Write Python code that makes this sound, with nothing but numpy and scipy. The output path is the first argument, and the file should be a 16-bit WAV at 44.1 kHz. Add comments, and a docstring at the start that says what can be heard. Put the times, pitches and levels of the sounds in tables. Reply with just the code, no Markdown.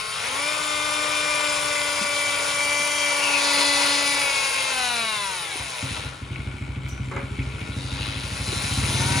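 """Multi-tool running free in a workshop

A cordless oscillating multi-tool runs in the hand, close to the microphone, over a low rumble from outside.
Its speed dial is turned up, down to a slow rattle and up again. Tones tied to the shaft speed make the whine;
noise shaped by the housing makes the fan's hiss and the drive's knocks, two per turn of the shaft.
Midway a single-cylinder engine nearby catches, idles and picks up: one low pressure swing and ringing per firing.
A few things are bumped: short bands of noise that die away."""
import sys
import numpy as np
from scipy import signal
from scipy.fft import rfft, irfft
from scipy.io import wavfile

SR = 44100
rng = np.random.default_rng(int(sys.argv[2]) if len(sys.argv) > 2 else 0)


def waveform_to_disk(signal):
    """Save audio, clipped to [-1, 1], as 16-bit WAV at the path in sys.argv[1]."""
    frames = np.transpose(np.atleast_2d(signal))
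    scaled = np.clip(frames, -1, 1) * 32767
    samples = np.round(scaled).astype(np.int16)
    wavfile.write(sys.argv[1], SR, samples)


N = 405719
TIME = np.arange(N) / SR
FREQ = np.maximum(np.arange(N // 2 + 1) * SR / N, 1)
LEFT_RIGHT = np.array([[1], [-1]])  # opposite signs for the two channels


def undb(db):
    """Turn decibels into a gain."""
    return 10 ** (np.asarray(db) / 20)


def unit(x):
    """Scale a sound to an rms of 1."""
    return x / np.sqrt(np.mean(x ** 2))


def curves(table):
    """Read each column of a timed table, sample by sample."""
    s, *columns = np.transpose(table)
    return [np.interp(TIME, s, column) for column in columns]


def over_hz(table):
    """Spread a (pitch, value) table over all frequencies."""
    hz, value = np.transpose(table)
    return np.interp(np.log(FREQ), np.log(hz), value)


def shape(x, gain):
    """Filter a sound with one gain per frequency."""
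    return irfft(rfft(x) * gain, N)


def walk(rate):
    """Drift in straight lines between random points, `rate` points a second, with a spread near 1."""
    points = rng.standard_normal(int(N / SR * rate) + 2)
    return 1.2 * np.interp(TIME * rate, np.arange(len(points)), points)


def window(start, end, edge_s):
    """Give 1 between two times and 0 outside, with sloping edges."""
    return np.clip(np.minimum(TIME - start, end - TIME) / edge_s + .5, 0, 1)


def fade(t, t60):
    """Die away by 60 dB in t60 seconds."""
    return np.exp(-np.log(1000) * t / t60)


def add(out, s, sound):
    """Mix a sound in at time s."""
    start = int(s * SR)
    out[..., start:start + sound.shape[-1]] += sound[..., :N - start]


def burst(hz, t60, spread):
    """Make a dying band of noise around hz in two channels, mostly alike."""
    t = TIME[:SR // 2]
    edges = np.sort(np.clip([hz / spread, hz * spread], 20, .45 * SR))
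    band = signal.butter(2, edges, "band", fs=SR, output="sos")
    mid, side = signal.sosfilt(band, rng.standard_normal((2, len(t))))
    return unit(mid + 0.52 * side * LEFT_RIGHT) * fade(t, t60)


# colour of the workshop background: pitch_hz, relative level_db
BACKGROUND_COLOUR = [(25, -30), (45, -1.5), (65, -0.5), (100, 0), (150, 2), (220, -12), (500, -28),
                     (1500, -18), (6000, -47)]


def workshop(level_db=-50, width=0.097):
    """A low rumble from outside is noise with a fixed colour, nearly the same in both channels."""
    mid, side = shape(rng.standard_normal((2, N)), undb(over_hz(BACKGROUND_COLOUR)))
    return unit(mid + width * side * LEFT_RIGHT) * undb(level_db + walk(4.44))


# dull bumps: start_s, level_db, pitch_hz, t60_s (time to die by 60 dB)
BUMPS = [(2.01, -30, 250, 0.16), (2.798, -33, 194, .12), (3.576, -40, 200.3, 0.12),
         (5.553, -35, 328, 0.067), (8.525, -28, 333.2, 0.14)]
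# small plastic ticks and a light metal clink: start_s, level_db, pitch_hz, t60_s, band_edge_over_centre (ratio)
TICKS = [(6.358, -29.5, 2330, .04, 1.15), (6.758, -36, 2400, .04, 1.2), (6.885, -43, 6500, .04, 2),
         (6.89, -46, 5500, 0.24, 1.7), (6.893, -46, 5900, 0.48, 1.025), (7.392, -33, 2400, .04, 1.16),
         (7.419, -34, 2400, .04, 1.12), (7.612, -32.5, 2500, 0.045, 1.4)]
# a hollow object knocked twice: start_s, level_db
KNOCKS = [(7.113, -37), (7.163, -33)]
# how that object rings: pitch_hz, level_db on top of the knock's, t60_s, band_edge_over_centre (ratio)
KNOCK_MODES = [(330, 1, .3, 1.36), (552, 1, 0.28, 1.01), (1070, 2, 0.3, 1.29), (1550, -6, 0.41, 1.14),
               (2200, -3, 0.34, 1.09), (6600, -13, .05, 1.15)]


def handling():
    """Bumps, ticks and a hollow double knock are short bands of noise that die away."""
    out = np.zeros((2, N))
    for s, db, hz, t60 in BUMPS:
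        add(out, s, undb(db) * burst(hz, t60, spread=1.28))
    for s, db, hz, t60, spread in TICKS:
        add(out, s, undb(db) * burst(hz, t60, spread))
    for s, db in KNOCKS:
        knock = sum(undb(db + mode_db) * burst(hz, t60, spread) for hz, mode_db, t60, spread in KNOCK_MODES)
        add(out, s, knock)
    return out


# the engine's first uneven firings as it catches: start_s, relative level_db
CATCHES = [(5.595, -29), (5.826, -22), (5.907, -22.5), (5.98, -27.5), (6.047, -24.5)]
# then it idles and picks up: time_s, firing_rate_hz
ENGINE_RATE = [(6.217, 11.0), (6.57, 14.26), (6.61, 13.05), (7.1, 12.745), (7.615, 13.37), (7.77, 12.83),
               (8.613, 12.335), (8.835, 18.19), (9.2, 19.3)]


def firings(idle_hz=13, idle_db=-22.5, rise_db_per_s=1.1, rise_db_per_octave=5.5, scatter_db=1.3):
    """List the firings: after the catch one per cycle, growing stronger with time and with speed."""
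    rate, = curves(ENGINE_RATE)
    start = ENGINE_RATE[0][0]
    cycles = np.cumsum(rate * (TIME >= start)) / SR
    at = np.flatnonzero(np.diff(np.ceil(cycles)))
    db = idle_db + rise_db_per_s * (TIME[at] - start) + rise_db_per_octave * np.log2(rate[at] / idle_hz)
    return CATCHES + list(zip(TIME[at], db + scatter_db * rng.standard_normal(len(at))))


# exhaust and wall resonances: pitch_hz, relative level_db, t60_s
EXHAUST = [(64.1, -12.5, 0.32), (129.7, -9, 0.44), (151.5, -20.5, 0.6), (187.3, -22.5, 0.58),
           (219, -15, 0.13), (268.1, -13, 0.31), (318.5, -24.5, 0.68), (367, -24, 0.6), (412, -27.5, 0.68)]


def engine(attack_s=0.00085, level_db=-1, swell_s=0.01583, pulse_hz=100, pulse_s=0.02, pulse_db=-7,
           puff_db=-23, puff_hz=240, vary_db=2.5):
    """Each firing is one low pressure swing; exhaust and walls ring on after it, with a dull puff of gas."""
    out = np.zeros((2, N))
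    t = TIME[:SR // 2] - swell_s
    pulse = undb(pulse_db) * np.sin(2 * np.pi * pulse_hz * t) * np.exp(-(t / pulse_s) ** 2)
    hz, mode_db, t60 = np.transpose(EXHAUST)[:, :, None]
    # the upper resonances start with the valve's opening, ahead of the low swing
    age = t + np.where(hz > 150, .011, 0)
    swell = np.exp(-(np.minimum(age, 0) * hz / 0.98) ** 2)
    rings = undb(mode_db) * np.sin(2 * np.pi * hz * age) * fade(np.maximum(age, 0), t60) * swell
    attack = np.minimum(TIME[:len(t)] / attack_s, 1)
    for s, db in firings():
        # a harder firing rings the upper resonances more
        bright_db = 0.36 * (db + 13) * np.log2(hz[:, 0] / 130)
        thump = pulse + undb(bright_db + vary_db * rng.standard_normal(len(rings))) @ rings
        puff = undb(puff_db) * burst(puff_hz, t60=1.0, spread=1.41)
        add(out, s, undb(db + level_db) * attack * (thump + puff))
    return out


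def yard(x, alike_hz=95, level_db=-14, t60=0.073):
    """The engine's thumps come back off the walls, with opposite sign in the two channels."""
    walls = rng.standard_normal(SR // 2) * fade(TIME[:SR // 2], t60)
    echo = signal.fftconvolve(x.mean(axis=0), walls / np.sqrt(np.sum(walls ** 2)))[:N]
    # without deep bass in the echo, the deepest bass stays the same on both sides
    echo = shape(echo, 1 / (1 + (alike_hz / FREQ) ** 4))
    return x + undb(level_db) * echo * LEFT_RIGHT


def controller(switching_hz=8000, level_db=-62):
    """The speed control chops the motor current: a thin, steady tone, heard when the tool is quiet."""
    return np.sqrt(2) * undb(level_db + walk(8)) * np.sin(2 * np.pi * switching_hz * TIME)


# spells when the loose head clatters, at its slowest: start_s, end_s
CLATTER_SPAN = (6.3, 7.72)
# how the head rings with each knock: pitch_hz, relative level_db, t60_s
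HEAD_MODES = [(820, -17.5, 0.039), (1470, -9, 0.03), (2256, -6, 0.032), (2370, -4.5, 0.026),
              (2980, -8.5, 0.016), (3940, -21, .008), (6600, -20, .006)]


def clatter(turns, peak_db=-37, scatter_db=4.0, back_db=-6, late_s=0.0014, detune=0.025, vary_db=4.5,
            swell_db=0.5):
    """The loose fork knocks at both ends of its swing; force, timing and ring differ each time."""
    out = np.zeros(N)
    t = TIME[:SR // 20]
    hz, mode_db, t60 = np.transpose(HEAD_MODES)[:, :, None]
    strength = window(*CLATTER_SPAN, 0.1) * undb(swell_db * walk(9))
    ends = np.flatnonzero(np.diff(np.floor(2 * turns)) * strength[1:])
    for k, at in enumerate(ends):
        force, late = rng.standard_normal(2)
        pitch, colour = rng.standard_normal((2, len(hz), 1))
        wave = np.sin(2 * np.pi * hz * (1 + detune * pitch) * t)
        ring = undb(mode_db + vary_db * colour) * wave * fade(t, t60)
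        # every second knock, on the way back, is weaker
        knock_db = peak_db + scatter_db * min(force, 1) + back_db * (k % 2)
        add(out, TIME[at] + late_s * late, strength[at] * undb(knock_db) * ring.sum(axis=0))
    return out


# housing parts that buzz at certain speeds and grips: start_s, end_s, start_hz, end_hz, width_hz, relative level_db
BUZZES = [(0.35, 1.75, 1090, 1102, 440, -40.5), (0.2, 1.6, 2302, 2295, 600, -41),
          (0.401, 1.603, 3150, 3180, 900, -41), (3.191, 3.41, 2800, 2430, 330, -26.5),
          (3.097, 3.924, 950, 926, 220, -37.5), (3.42, 3.98, 4250, 4270, 900, -30.5),
          (4.196, 4.684, 2540, 2450, 260, -35), (4.196, 4.75, 3970, 3980, 380, -39),
          (4.75, 5.25, 3970, 3945, 380, -36.5), (5.294, 6.028, 3860, 3880, 380, -43.5),
          (5.353, 6.005, 2370, 2364, 352, -44), (5.917, 6.03, 2797, 2800, 2400, -37),
          (6.55, 7.7, 7300, 7400, 60, -67), (7.686, 8.248, 3800, 3960, 450, -44),
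          (7.8, 8.5, 4600, 4730, 500, -48.5), (7.95, 8.201, 2500, 2903, 2400, -36.5),
          (8.396, 9.246, 4040, 3950, 400, -38.5), (8.858, 9.25, 6050, 6170, 300, -43)]


def buzzes(turns, edge_s=0.14, sharpness=1.45, flicker_db=1.5):
    """Narrow resonances are shaken unevenly once a turn; each fades in and out and slides as the grip shifts."""
    jolts = np.exp(sharpness * np.cos(2 * np.pi * turns)) * undb(flicker_db * walk(70))
    out = 0
    for start, end, start_hz, end_hz, width, db in BUZZES:
        # slow noise, moved up to the sliding pitch, is a narrow band around it
        pole = np.exp(-np.pi * width / SR)
        a, b = signal.lfilter([1], [1, -2 * pole, pole ** 2], jolts * rng.standard_normal((2, N)))
        angle = 2 * np.pi * np.cumsum(np.interp(TIME, [start, end], [start_hz, end_hz])) / SR
        band = unit(a * np.cos(angle) + b * np.sin(angle))
        out = out + undb(db) * band * window(start, end, edge_s)
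    return out


# tones of the ball bearing: multiple_of_shaft_speed, level_db against the rattle, slip_turns
BEARING = [(3.29, -5, 0.18), (3.7, -10.5, 0.12)]


def bearing(turns, rattle_db):
    """The balls slip as they roll, so their tones are broad and lie between the shaft's own."""
    return sum(undb(rattle_db + db) * np.sin(2 * np.pi * (ratio * turns + slip * walk(70)))
               for ratio, db, slip in BEARING)


# colour of the housing: pitch_hz, relative level_db
HOUSING = [(120, -24.5), (300, -16.5), (400, -10.5), (520, -5), (680, -8.5), (800, -6.5), (950, -2),
           (1150, -6), (1420, -4), (1750, -3), (2050, -0.5), (2370, 2), (2650, -0.9), (3000, -1),
           (3500, -3.5), (3950, -3.5), (4550, -10.5), (6100, -14.5), (7500, -13.5)]
# colour of the air at the vents: pitch_hz, relative level_db
VENTS = [(8300, -4), (9600, 7), (11000, -3), (12200, -5.5), (12800, -14), (14000, -10.5), (15700, -34)]
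# where one sounding part hands over to the next: pitch_hz
PART_EDGES_HZ = (1600, 2800, 4500, 8000)


def rattle(turns, part_db, scatter_db=3.0, back_db=-2, knock_share=0.56, gate=0.3):
    """The fork knocks at both ends of its swing and rubs in between; housing and vents colour it."""
    ends = np.flatnonzero(np.diff(np.floor(2 * turns)))
    chance = rng.standard_normal((len(ends), 2))
    knocks = np.zeros(N)
    late = (0.00018 * SR * chance[:, 1]).astype(int)
    knock_db = scatter_db * chance[:, 0] + back_db * (np.arange(len(ends)) % 2)
    knocks[np.clip(ends + late, 0, N - 1)] = undb(knock_db)
    # each knock is a short chatter of contacts
    chatter = signal.lfilter([1], [1, -np.exp(-1 / (0.00055 * SR))], knocks) * rng.standard_normal(N)
    rub = (1 + gate * np.cos(2 * np.pi * turns)) * rng.standard_normal(N)
    drive = rfft(knock_share * unit(chatter) + unit(rub)) * undb(over_hz(HOUSING + VENTS))
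    # split into bands, one per part, each with its own level
    below = [0] + [1 / (1 + (FREQ / hz) ** 20) for hz in PART_EDGES_HZ] + [1]
    out = 0
    for k, db in enumerate(part_db):
        part = unit(irfft(drive * (below[k + 1] - below[k]), N))
        out = out + part * undb(db + 1.1 * walk(40))
    return out


# spells when the fork skips on every second turn, at middling speeds: start_s, end_s, relative level_db
SKIPS = [(-0.1, 0.27, -47), (5.276, 5.6, -46), (8.9, 9.3, -54)]
# the tones that then appear: multiple_of_half_shaft_speed, relative level_db
SKIP_ORDERS = [(5, -9.5), (7, -14), (11, -6), (13, -1), (21, -2), (25, -1.5), (27, -10), (29, -1), (35, -2),
               (39, -11), (41, -11), (43, -1), (47, -7)]


def skipping(turns, slip=0.0076, flutter_db=4.0):
    """The fork strikes hard only every second turn: odd multiples of half the shaft speed sound."""
    angle = np.pi * (turns + slip * walk(60))
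    gain = sum(undb(db) * window(start, end, 0.071) for start, end, db in SKIPS)
    tones = sum(undb(db + flutter_db * walk(30)) * np.sin(round(k) * angle + rng.uniform(0, 2 * np.pi))
                for k, db in SKIP_ORDERS)
    return gain * tones * np.sqrt(2)


# An order is a tone at a whole multiple of the shaft speed.
# All the tables of orders below: multiple_of_shaft_speed, relative level_db
# before the dial is turned up
START_ORDERS = [(1, -17), (2, -9), (3, -12), (4, -25), (5, -8), (6, -5), (9, -9), (10, -8), (11, -8),
                (12, -9), (18, -14), (24, -10), (25, -12)]
# as the tool is turned to show its dial, flank, shoulder, switch and head
DIAL_ORDERS = [(1, -9.5), (2, -5), (3, -31), (4, -3.5), (5, -5.5), (6, -14.5), (9, -15), (10, -15),
               (11, -11), (12, -8), (13, -19), (15, -13.5), (17, -11.5), (18, -12.5), (19, -15), (24, -13),
               (25, -9)]
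FLANK_ORDERS = [(1, -9.5), (2, -0.5), (3, -17), (4, -0.5), (5, -2), (9, -16), (10, -23), (11, -7.5),
                (12, -5), (14, -18), (17, -5.5), (18, -13), (19, -12), (21, -12), (24, -10), (25, -5)]
SHOULDER_ORDERS = [(1, -9.5), (2, -1.5), (3, -15), (4, -4), (5, -7), (6, -11), (9, -17), (10, -8),
                   (11, -4.5), (13, -19), (15, -17), (16, -8.5), (17, -26), (18, -9), (19, -13), (20, -8),
                   (21, -10), (22, -11), (24, -17), (25, -7)]
SWITCH_ORDERS = [(1, -3), (2, -1.5), (3, -10.5), (4, -6), (5, -5.5), (6, -7), (9, -3), (10, -4), (11, -28),
                 (12, -1.5), (13, -5), (14, -3), (15, -3), (16, -8), (17, -0.5), (18, -5), (19, -18),
                 (21, -8), (24, -8.5)]
HEAD_ORDERS = [(1, -17), (2, -5.5), (3, -17), (4, -9), (5, -13), (6, -5), (9, -1), (10, -2), (11, -18),
               (12, -5), (14, -11), (16, -12), (17, -5), (18, -8), (20, -11), (22, -16), (24, -11),
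               (25, -9)]
# as the motor begins to slow, lower down, and as it climbs again
COAST_ORDERS = [(1, -11), (2, -14.5), (3, -4.5), (4, -14.5), (5, -10), (6, -2.5), (9, -16), (10, -1),
                (11, -3.5), (12, -3.5), (13, -15), (14, -15), (15, -8), (16, -6), (17, -12), (18, -11),
                (19, -15), (20, -11), (21, -10), (23, -14), (26, -13)]
SLOW_ORDERS = [(1, -7), (2, -9.5), (3, -6), (4, -11), (5, -3), (6, -7), (9, -11), (10, 1.5), (11, -1),
               (12, -8), (13, 0), (14, -8), (15, -8), (17, -1.5), (18, -5), (19, -11), (20, -10), (21, -13),
               (22, -11), (23, -11)]
CLIMB_ORDERS = [(2, -10), (3, -9), (4, -9.5), (5, -7), (6, -16), (10, -3), (11, -10), (12, -2), (13, -10),
                (14, -3), (16, -6), (20, -2), (21, -5), (22, -2)]
# what the microphone hears of the tool over time: time_s, reference level_db, table of orders
VIEWS = [(0.22, -39, START_ORDERS), (0.34, -40.5, DIAL_ORDERS), (0.44, -35, DIAL_ORDERS),
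         (0.8, -35, DIAL_ORDERS), (1.45, -33.5, DIAL_ORDERS), (1.7, -38, FLANK_ORDERS),
         (2.45, -38, FLANK_ORDERS), (2.65, -36, SHOULDER_ORDERS), (3.15, -35, SHOULDER_ORDERS),
         (3.48, -34.5, SWITCH_ORDERS), (3.9, -34, SWITCH_ORDERS), (4.15, -37.5, SWITCH_ORDERS),
         (4.32, -35, HEAD_ORDERS), (4.68, -36.5, HEAD_ORDERS), (4.8, -34, COAST_ORDERS),
         (4.93, -34, COAST_ORDERS), (5.05, -36, SLOW_ORDERS), (5.27, -40.5, SLOW_ORDERS),
         (5.6, -44.5, SLOW_ORDERS), (6.4, -51, SLOW_ORDERS), (7.5, -37.5, SLOW_ORDERS),
         (8.4, -49, CLIMB_ORDERS), (9.0, -37.5, CLIMB_ORDERS)]
# orders that stay strong: multiple_of_shaft_speed
STRONG_ORDERS = (1, 2, 4)
# two orders at the core of the whine: multiple_of_shaft_speed
CORE_ORDERS = (7, 8)
# how these two swell and fade against each other: time_s, seventh level_db, eighth level_db
CORE = [(0, -46, -59), (0.3, -48, -48), (0.44, -40, -32.5), (0.6, -41, -45), (0.8, -38, -34.5),
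        (1.0, -41, -37), (1.25, -42, -31.5), (1.5, -39, -35), (1.62, -43, -36), (1.75, -33, -35.5),
        (2.02, -42, -36.5), (2.24, -36, -29), (2.42, -42, -38), (2.68, -34, -27.5), (3.1, -36, -30),
        (3.28, -47, -33), (3.48, -33.5, -34.5), (3.75, -30, -37), (4.1, -36, -33), (4.3, -44, -28),
        (4.45, -51, -35.5), (4.85, -42, -41), (5.15, -41.5, -41.5), (5.7, -60, -49), (8.7, -59, -57),
        (8.95, -62, -50), (9.1, -51, -37)]
# housing resonances that ring when an order sweeps through: pitch_hz, half_width_hz, gain_db
RINGS = [(982, 88, 11)]


def whine(turns, speed, chatter, flutter_db=1.0, wander_db=1.77, weak_flutter_db=1.47, strong_wander_db=1.0,
          clear_hz=140, radiate_hz=200, weak_clear_hz=175, slot_clear_hz=110, slot_order=5, chatter_db=-2):
    """Shaft orders flutter with the play in the drive and sink at low speed, the armature's slot tone last."""
    angle = 2 * np.pi * (turns + 0.006 * walk(60))
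    sides = [{round(k): db for k, db in orders} for _, _, orders in VIEWS]
    levels = {}
    for k in sorted(set().union(*sides)):
        # an order missing from a side is faint there
        points = [(s, top_db + side.get(k, -22)) for (s, top_db, _), side in zip(VIEWS, sides)]
        levels[k] = curves(points)[0]
    levels.update(zip(CORE_ORDERS, curves(CORE)))
    clear = 1 / (1 + (clear_hz / speed) ** 5)
    weak_clear = clear / (1 + (weak_clear_hz / speed) ** 10)
    out = 0
    for k, db in levels.items():
        db = db + sum(ring_db / (1 + ((k * speed - hz) / width) ** 2) for hz, width, ring_db in RINGS)
        # the upper orders weaken while the drive chatters
        db = db + chatter_db * chatter * (k > slot_order)
        if k == slot_order:
            gain = undb(db + flutter_db * walk(60)) / (1 + (slot_clear_hz / speed) ** 3)
        elif k in STRONG_ORDERS + CORE_ORDERS:
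            gain = undb(db + strong_wander_db * walk(12) + flutter_db * walk(60)) * clear
        else:
            gain = undb(db + wander_db * walk(6) + weak_flutter_db * walk(70)) * weak_clear
        tone = np.sin(k * angle + rng.uniform(0, 2 * np.pi))
        # so small a body radiates little bass
        out = out + gain * tone / (1 + (radiate_hz / (k * speed)) ** 6)
    return np.sqrt(2) * out


# the tool at the two microphone ports, level: pitch_hz, left_minus_right_db
PORT_BALANCE = [(250, 2), (380, -1.5), (620, 7.5), (1000, 6.5), (2300, 4), (4400, 2.5), (6300, 5.5),
                (7300, 0.5), (8400, -0.5)]
# phase: pitch_hz, left_lead_radians
PORT_PHASE = [(100, 0), (500, 1), (850, 0), (1200, 1), (1650, -1.7), (2500, 0), (3000, .5), (5000, .6),
              (6700, 0), (8400, -3.1), (9700, -6.2), (10900, -6.6), (11300, -9.3), (12900, -9.5),
              (13150, -12.5), (14800, -12.6), (15400, -15.7)]
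# how alike the ports are before the room's share is set: pitch_hz, coherence (0-1)
PORT_LIKENESS = [(200, 0.69), (700, 0.35), (1050, 0.49), (1400, 0.038), (2000, 0.97), (2600, 0.09),
                 (3500, 0.44), (8000, 1), (9900, 1)]


def at_ports(x, room_share, room_t60=0.25, level_db=1):
    """Direct sound differs in level and phase between the ports; the walls add an unrelated part."""
    wet = np.clip(room_share * (1 - np.sqrt(np.clip(over_hz(PORT_LIKENESS), 0, 1))), 0, 1)
    walls = rng.standard_normal((2, SR // 2)) * fade(TIME[:SR // 2], room_t60)
    walls = rfft(walls / np.sqrt(np.sum(walls ** 2, axis=1, keepdims=True)), N)
    gain = undb(LEFT_RIGHT * over_hz(PORT_BALANCE) / 2)
    direct = np.exp(1j * LEFT_RIGHT * over_hz(PORT_PHASE) / 2)
    mix = direct * np.sqrt(1 - wet) + walls * np.sqrt(wet)
    return undb(level_db) * shape(x, gain / gain.mean(axis=0) * mix)


# the motor follows the speed dial: time_s, shaft_speed_hz before a slight wobble
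SPEED = [(0, 213), (0.15, 217), (0.22, 228), (0.4, 286), (0.5, 300), (1.2, 299), (2.1, 290), (2.5, 288.7),
         (2.92, 292.3), (3.4, 286), (4.2, 284.8), (4.4, 273.5), (4.7, 263.5), (4.9, 243.3), (5.1, 218.1),
         (5.3, 190.5), (5.55, 150.5), (5.9, 106), (6.3, 77.3), (6.85, 69), (7.4, 82), (7.9, 93), (8.7, 143),
         (8.95, 176), (9.05, 186), (9.2, 193)]
# mechanical noise, shaded while the battery faces the microphone: time_s, relative rattle_db, relative hiss_db
NOISE = [(0.0, -40.5, -40), (0.27, -32.5, -38.5), (0.43, -34, -36), (0.64, -35, -37), (1.2, -32, -35.5),
         (3.1, -32.5, -34), (3.4, -29, -32.5), (3.85, -29.5, -30), (4.3, -31, -33.5), (4.7, -32, -34),
         (5.2, -38.5, -37.5), (5.98, -35, -42), (6.18, -43.5, -55.5), (6.8, -48, -62.5), (7.55, -43, -54.5),
         (8.03, -37.5, -45.5), (8.22, -38.5, -45), (8.53, -34, -37.5), (9.2, -30.5, -32.5)]
# the parts that sound, from low to high (shell, drive head, gear, fan, vents):
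# relative level_db, share_following_hiss (ratio)
PARTS = [(-5, -0.19), (-2.47, 0.22), (-4.5, 0.2), (-0.7, 0.82), (-1.6, 1.19)]
# fits in which the drive chatters in its play: start_s, end_s, strength (0-1)
CHATTERS = [(0.5, 0.648, 0.65), (2.34, 2.575, 0.35), (3.58, 3.634, 0.9), (3.798, 3.896, 1)]


def multi_tool(chatter_edge_s=0.03, chatter_db=3.5):
    """Whine, bearing, rattle, buzzes and clatter follow the one shaft; the speed control sings faintly."""
    speed = curves(SPEED)[0] * (1 + 0.0008 * walk(7))
    turns = np.cumsum(speed) / SR
    chatter = sum(strength * window(start, end, chatter_edge_s) for start, end, strength in CHATTERS)
    rattle_db, hiss_db = curves(NOISE)
    rattle_db = rattle_db + chatter_db * chatter
    part_db = [db + rattle_db + share * (hiss_db - rattle_db) for db, share in PARTS]
    # the bearing's tones come out only at high speed
    fast = 1 / (1 + (245 / speed) ** 16)
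    noise = fast * bearing(turns, rattle_db) + rattle(turns, part_db) + buzzes(turns) + clatter(turns)
    tones = whine(turns, speed, chatter) + skipping(turns) + controller()
    return at_ports(tones, room_share=0.24) + at_ports(noise, room_share=0.97)


def scene():
    """Put the tool in front, the engine and the room behind."""
    return workshop() + handling() + yard(engine()) + multi_tool()


def record(dry, bass_hz=45, top_hz=15700):
    """The microphone drops the deepest bass and cuts the top steeply."""
    sound = shape(dry, 1 / np.sqrt(1 + (bass_hz / FREQ) ** 10))
    return signal.sosfilt(signal.ellip(10, .2, 80, top_hz, fs=SR, output="sos"), sound)


dry = scene()
out = record(dry)
waveform_to_disk(out)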